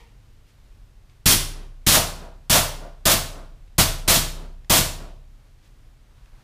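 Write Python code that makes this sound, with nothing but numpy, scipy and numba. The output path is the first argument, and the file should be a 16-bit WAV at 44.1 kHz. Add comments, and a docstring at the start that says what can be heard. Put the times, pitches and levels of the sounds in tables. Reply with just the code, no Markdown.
"""A solenoid valve vents pressurised gas in seven short blasts inside a closed garage, near a small camera's microphone.
Each blast is shaped noise on the valve's flow: jet hiss, hose roar, nozzle whistle and an opening clack.
Opening and shutting thump low modes of the room and bodywork; the walls ring on and a dull echo returns from far off.
A quiet floor, soft rustle nearby, a dying clank and dry ticks lie behind; gain control ducks them after each blast."""
import sys
import numpy as np
from scipy import signal
from scipy.fft import rfft, irfft
from scipy.io import wavfile
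from scipy.ndimage import uniform_filter1d
from numba import njit

SR = 44100
rng = np.random.default_rng(int(sys.argv[2]) if len(sys.argv) > 2 else 0)


def ratio_of_db(decibels):
    """Turn decibels (scalar or array-like) into linear amplitude factors; 0 dB maps to 1."""
    return 10 ** (np.asarray(decibels, float) / 20)


def store_pcm(level_fs):
    """Save levels as 16-bit WAV."""
    pcm = np.round(np.clip(level_fs, -1, 1) * 32767).astype(np.int16)
    wavfile.write(sys.argv[1], SR, np.atleast_2d(pcm).T)


N = 283563
T = np.arange(N) / SR  # s

# the valve's blasts: (opens [s], stays open [s], stored pressure [dB],
# liquid reaches the nozzle after [s], hose roar [dB])
BLASTS = [(1.257, 0.074, 3.5, 0.042, -35), (1.865, 0.1, 2, 0.11, -14), (2.497, 0.08, -0.5, .06, -16),
          (3.054, 0.074, -1, 0.023, -18), (3.781, 0.031, 4, 0.013, -18), (4.077, 0.084, 0, .02, -20),
          (4.697, 0.087, 0.5, 0.022, -17.5)]


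def unit(x):
    """Scale to rms 1."""
    return x / np.sqrt(np.mean(x ** 2))


def coloured(points, count=N):
    """Noise of rms 1 with a spectrum given as (frequency [Hz], density [dB]) points."""
    hz, db = np.transpose(points)
    f = np.maximum(np.fft.rfftfreq(count, 1 / SR), 1)
    gain = ratio_of_db(np.interp(np.log(f), np.log(hz), db))
    return unit(irfft(rfft(rng.standard_normal(count)) * gain, count))


def resonant(peaks, count=N):
    """Noise of rms 1 ringing in (centre [Hz], width [Hz], level [dB]) resonances."""
    noise = rng.standard_normal(count)
    total = 0
    for hz, width, db in peaks:
        total = total + ratio_of_db(db) * unit(signal.lfilter(*signal.iirpeak(hz, hz / width, fs=SR), noise))
    return unit(total)


def walk(rate):
    """Random levels held 1 / rate seconds and slewed twice; spread near 1."""
    k = int(SR / rate)
    steps = np.repeat(rng.standard_normal(N // k + 1), k)
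    return 1.1 * uniform_filter1d(uniform_filter1d(steps, k), k)[:N]


def quiet_floor():
    """Steady low-heavy noise wandering slightly in level, the same in both channels."""
    # spectrum: (frequency [Hz], density [dB])
    floor_points = [(12, -32), (20, -2.5), (43, -1), (60, -12), (134, -14), (158, -29.5), (204, -25.5),
                    (377, -32.5), (698, -36), (4000, -43.5), (14300, -54), (16000, -62)]
    return ratio_of_db(-48.5 + 0.72 * walk(9.8)) * coloured(floor_points)


def channel_difference():
    """Faint part of the floor, with opposite sign in the two channels."""
    # spectrum: (frequency [Hz], density [dB])
    width_points = [(35, -28), (60, -4), (160, -11), (196, -5), (427, -18.5), (523, -8.5), (5000, -27),
                    (6500, -49.5), (11000, -120)]
    return ratio_of_db(-77.5) * coloured(width_points) * np.array([[1], [-1]])


def rustle():
    """Something stirs softly nearby: band noise that swells and fades exponentially, fluttering in level."""
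    # (loudest at [s], level [dB], swell [s], fade [s], centre [Hz])
    stirs = [(0.49, -64, 0.035, .06, 2500), (1.11, -68.5, .02, .05, 1998), (5.48, -72, 0.092, 0.029, 600),
             (5.655, -63.5, .04, 0.045, 2380), (6.2, -64.5, 0.098, .08, 1090), (6.43, -60, 0.14, .1, 805)]
    total = np.zeros(N)
    for peak_s, db, swell, fade, hz in stirs:
        envelope = np.exp(-np.maximum((peak_s - T) / swell, (T - peak_s) / fade))
        total += ratio_of_db(db) * envelope * resonant([(hz, 1.3 * hz, 0)])
    return ratio_of_db(2.0 * walk(43)) * total


def fading_clank():
    """The last of an earlier clank: resonant noise dying away from the start."""
    # (centre [Hz], width [Hz], level [dB])
    clank_peaks = [(460, 54, 5), (905, 160, 7), (1860, 100, 2), (2220, 300, 2), (2750, 250, -1),
                   (3080, 260, -15)]
    level_db, t60_s = -53.5, 0.5
    return ratio_of_db(level_db - 60 * T / t60_s) * resonant(clank_peaks)


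def dry_ticks():
    """Faint ticks: noise starting at once and dying within hundredths of a second."""
    # (time [s], starting level [dB])
    tick_list = [(1.0974, -55), (3.678, -56), (4.6458, -52), (6.2587, -55)]
    t60_s = 0.02
    envelope = sum((T >= s) * ratio_of_db(db - 60 * np.maximum(T - s, 0) / t60_s) for s, db in tick_list)
    return envelope * coloured([(500, -19.5), (2500, 3), (5000, -8.0), (10000, -24.5)])


def room(x):
    """Dense wall reflections, each third octave dying at its own rate, and a late dull echo."""
    # wall decay: (frequency [Hz], t60 [s])
    decay_points = [(100, 0.31), (300, 0.53), (800, 0.5), (2000, 0.42), (5000, 0.41), (10000, 0.36),
                    (16000, .3)]
    # spectrum of the far echo: (frequency [Hz], density [dB])
    echo_points = [(100, -4), (300, 4), (700, -3), (1300, -7), (2200, -16), (4000, -21.5), (8000, -33)]
    room_db, room_onset_s = -1.5, 0.0053
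    echo_s, echo_db, echo_onset_s, echo_t60_s = 0.25, -28, 0.014, 0.43
    t = T[:SR]
    hz, t60 = np.transpose(decay_points)
    spectrum = rfft(rng.standard_normal(SR))
    octave = np.log2(np.arange(SR // 2 + 1) + 1)
    tail = np.zeros(SR)
    for centre in np.arange(16, 44) / 3:  # overlapping triangular bands, centres in log2 Hz
        band = irfft(spectrum * np.maximum(1 - 3 * abs(octave - centre), 0), SR)
        tail += band * ratio_of_db(-60 * t / np.interp(centre, np.log2(hz), t60))
    tail = ratio_of_db(room_db) * tail * np.minimum(t / room_onset_s, 1) / np.sqrt(0.034 * SR)
    late = np.maximum(t - echo_s, 0)
    envelope = (1 - np.exp(-late / echo_onset_s)) * ratio_of_db(echo_db - 60 * late / echo_t60_s)
    echo = coloured(echo_points, count=SR) * envelope / np.sqrt(0.057 * SR)
    return x + signal.fftconvolve(x, tail + echo)[:N]


def thump():
    """The gas volume starting pushes the low modes; stopping pulls the higher ones back."""
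    # low modes of room and bodywork: (frequency [Hz], polarity and size [factor], level [dB], t60 [s])
    modes = [(26, 1, -6.5, 0.3), (65.03, 0.99, -17, 1.5), (84.8, -0.73, -1.5, 0.53), (99.05, 1, -14, .7),
             (30.33, 1, -8, 1.5), (121.8, -1.2, -5.5, 0.35), (141.8, 0.92, -16, 0.85),
             (162.7, -1.4, -16.5, 0.8), (148, -0.56, 4, 0.17), (213, 0.73, 0, 0.13), (256, -1.6, -7, 0.028),
             (328.6, -1.3, -12, 0.18)]
    lag_s = 0.0037  # from valve to thump
    open_db, shut_db = -17, -15.5
    full_flow_s = 0.031  # a short blast stops before the flow is full
    shut_corner_hz = 68.4  # shutting is a shorter push: it barely moves the modes below this
    return_s, return_db = 0.099, -3  # the deepest modes get a second push as the pressure step comes back
    opening, shutting = np.zeros((2, N))
    for opens, held, pressure_db, *_ in BLASTS:
        opening[int((opens + lag_s) * SR)] = ratio_of_db(open_db + pressure_db)
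        fullness = 1 - np.exp(-(held / full_flow_s) ** 3.0)
        shutting[int((opens + held + lag_s) * SR)] = ratio_of_db(shut_db) * fullness
    t = T[:2 * SR]
    rings = np.array([sign * ratio_of_db(db - 60 * t / t60) * np.sin(2 * np.pi * hz * t)
                      for hz, sign, db, t60 in modes])
    moved = 1 / (1 + (shut_corner_hz / np.array(modes)[:, 0]) ** 2)
    returning = ratio_of_db(return_db) * np.roll(opening, int(return_s * SR))
    push = signal.fftconvolve(opening, rings.sum(axis=0))
    second_push = signal.fftconvolve(returning, (1 - moved) ** 2 @ rings)
    pull = signal.fftconvolve(shutting, moved @ rings)
    return (push + second_push - pull)[:N]


def jet():
    """One patch of the plume: turbulent hiss, hose roar, nozzle whistle and opening clack on the valve's flow."""
    # turbulent hiss: (frequency [Hz], density [dB])
    jet_points = [(88, -32.5), (150, -0.5), (383, -10), (457, -11.5), (837, -12.5), (979, -9.5), (2180, -8),
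                  (3220, -3.5), (11000, -7.5), (15100, -9.5), (16000, -26)]
    # hose resonances: (centre [Hz], width [Hz], level [dB])
    hose_peaks = [(656.5, 150, -3.5), (904.5, 220, -7), (1220, 430, -10.5)]
    # nozzle whistle: (centre [Hz], width [Hz], level [dB])
    nozzle_peaks = [(5640, 500, -1), (9200, 400, -3), (10450, 490, -1)]
    rise_s, surge_db, surge_s, bleed_s = 0.005, 3, 0.032, 0.022
    hiss_db, hiss_db_per_db = -13, 0.38  # hiss level and how closely it follows the stored pressure
    clack_db, clack_t60_s = -24.5, 0.03
    roar_rise_db_s, roar_fall_db_s = 220, 131  # roar swells until the liquid arrives, then sags
    whistle_db, whistle_fade_db_s = -18.5, 6.5  # dry gas whistles at first, less as the line fills
    out, t = np.zeros(N), T[:SR // 3]
    for opens, held, pressure_db, arrives, roar_db in BLASTS:
        # flow jumps up with a surge of stored pressure; after shutting the hose bleeds empty
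        surge = ratio_of_db(surge_db * np.exp(-t / surge_s))
        bleed = np.exp(-np.maximum(t - held, 0) / bleed_s)
        flow = (1 - np.exp(-t / rise_s)) * surge * bleed
        hiss_level = flow * ratio_of_db(hiss_db + hiss_db_per_db * pressure_db)
        clack_level = ratio_of_db(clack_db - 60 * t / clack_t60_s)
        hiss_and_clack = (hiss_level + clack_level) * coloured(jet_points, count=len(t))
        sag_db = np.maximum(roar_rise_db_s * (arrives - t), roar_fall_db_s * (t - arrives))
        roar = ratio_of_db(roar_db - sag_db) * resonant(hose_peaks, count=len(t))
        fade_db = whistle_fade_db_s * (opens - BLASTS[0][0])
        whistle = ratio_of_db(whistle_db - fade_db) * resonant(nozzle_peaks, count=len(t))
        out[int(opens * SR):][:len(t)] += hiss_and_clack + flow * (roar + whistle)
    return ratio_of_db(1.5 * walk(150)) * out  # the whole patch flutters in level


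def plume(count=4):
    """The plume is long: unrelated patches of it each reach the microphone by their own reflections."""
    return sum(room(jet()) for _ in range(count)) / np.sqrt(count)


def scene():
    """Background, thumps and plume summed at the microphone, in two channels."""
    background = quiet_floor() + channel_difference() + rustle() + fading_clank() + dry_ticks()
    return background + thump() + plume()


@njit
def follow(x, attack, release):
    """Peak follower with fast rise and slow fall."""
    e, out = 0., np.empty(len(x))
    for i in range(len(x)):
        e += (abs(x[i]) - e) * (attack if abs(x[i]) > e else release)
        out[i] = e
    return out


def top_cut(x):
    """Nothing passes above the cut-off."""
    return signal.sosfilt(signal.butter(12, 16630, fs=SR, output="sos"), x)


def record(dry):
    """The camera's gain control turns down after loud sound and recovers slowly; the top is cut."""
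    knee_db, slope = -40, 0.13  # slope: dB of reduction per dB above the knee
    attack_s, release_s = 0.0073, 0.081
    top_hz = 15400
    envelope = follow(dry.mean(axis=0), 1 / (attack_s * SR), 1 / (release_s * SR))
    levelled = dry * np.maximum(envelope / ratio_of_db(knee_db), 1) ** -slope
    low_pass = signal.ellip(10, 0.2, 45, top_hz, fs=SR, output="sos")
    finished = signal.sosfilt(low_pass, levelled)
    return top_cut(finished)


dry = scene()
out = record(dry)
store_pcm(out)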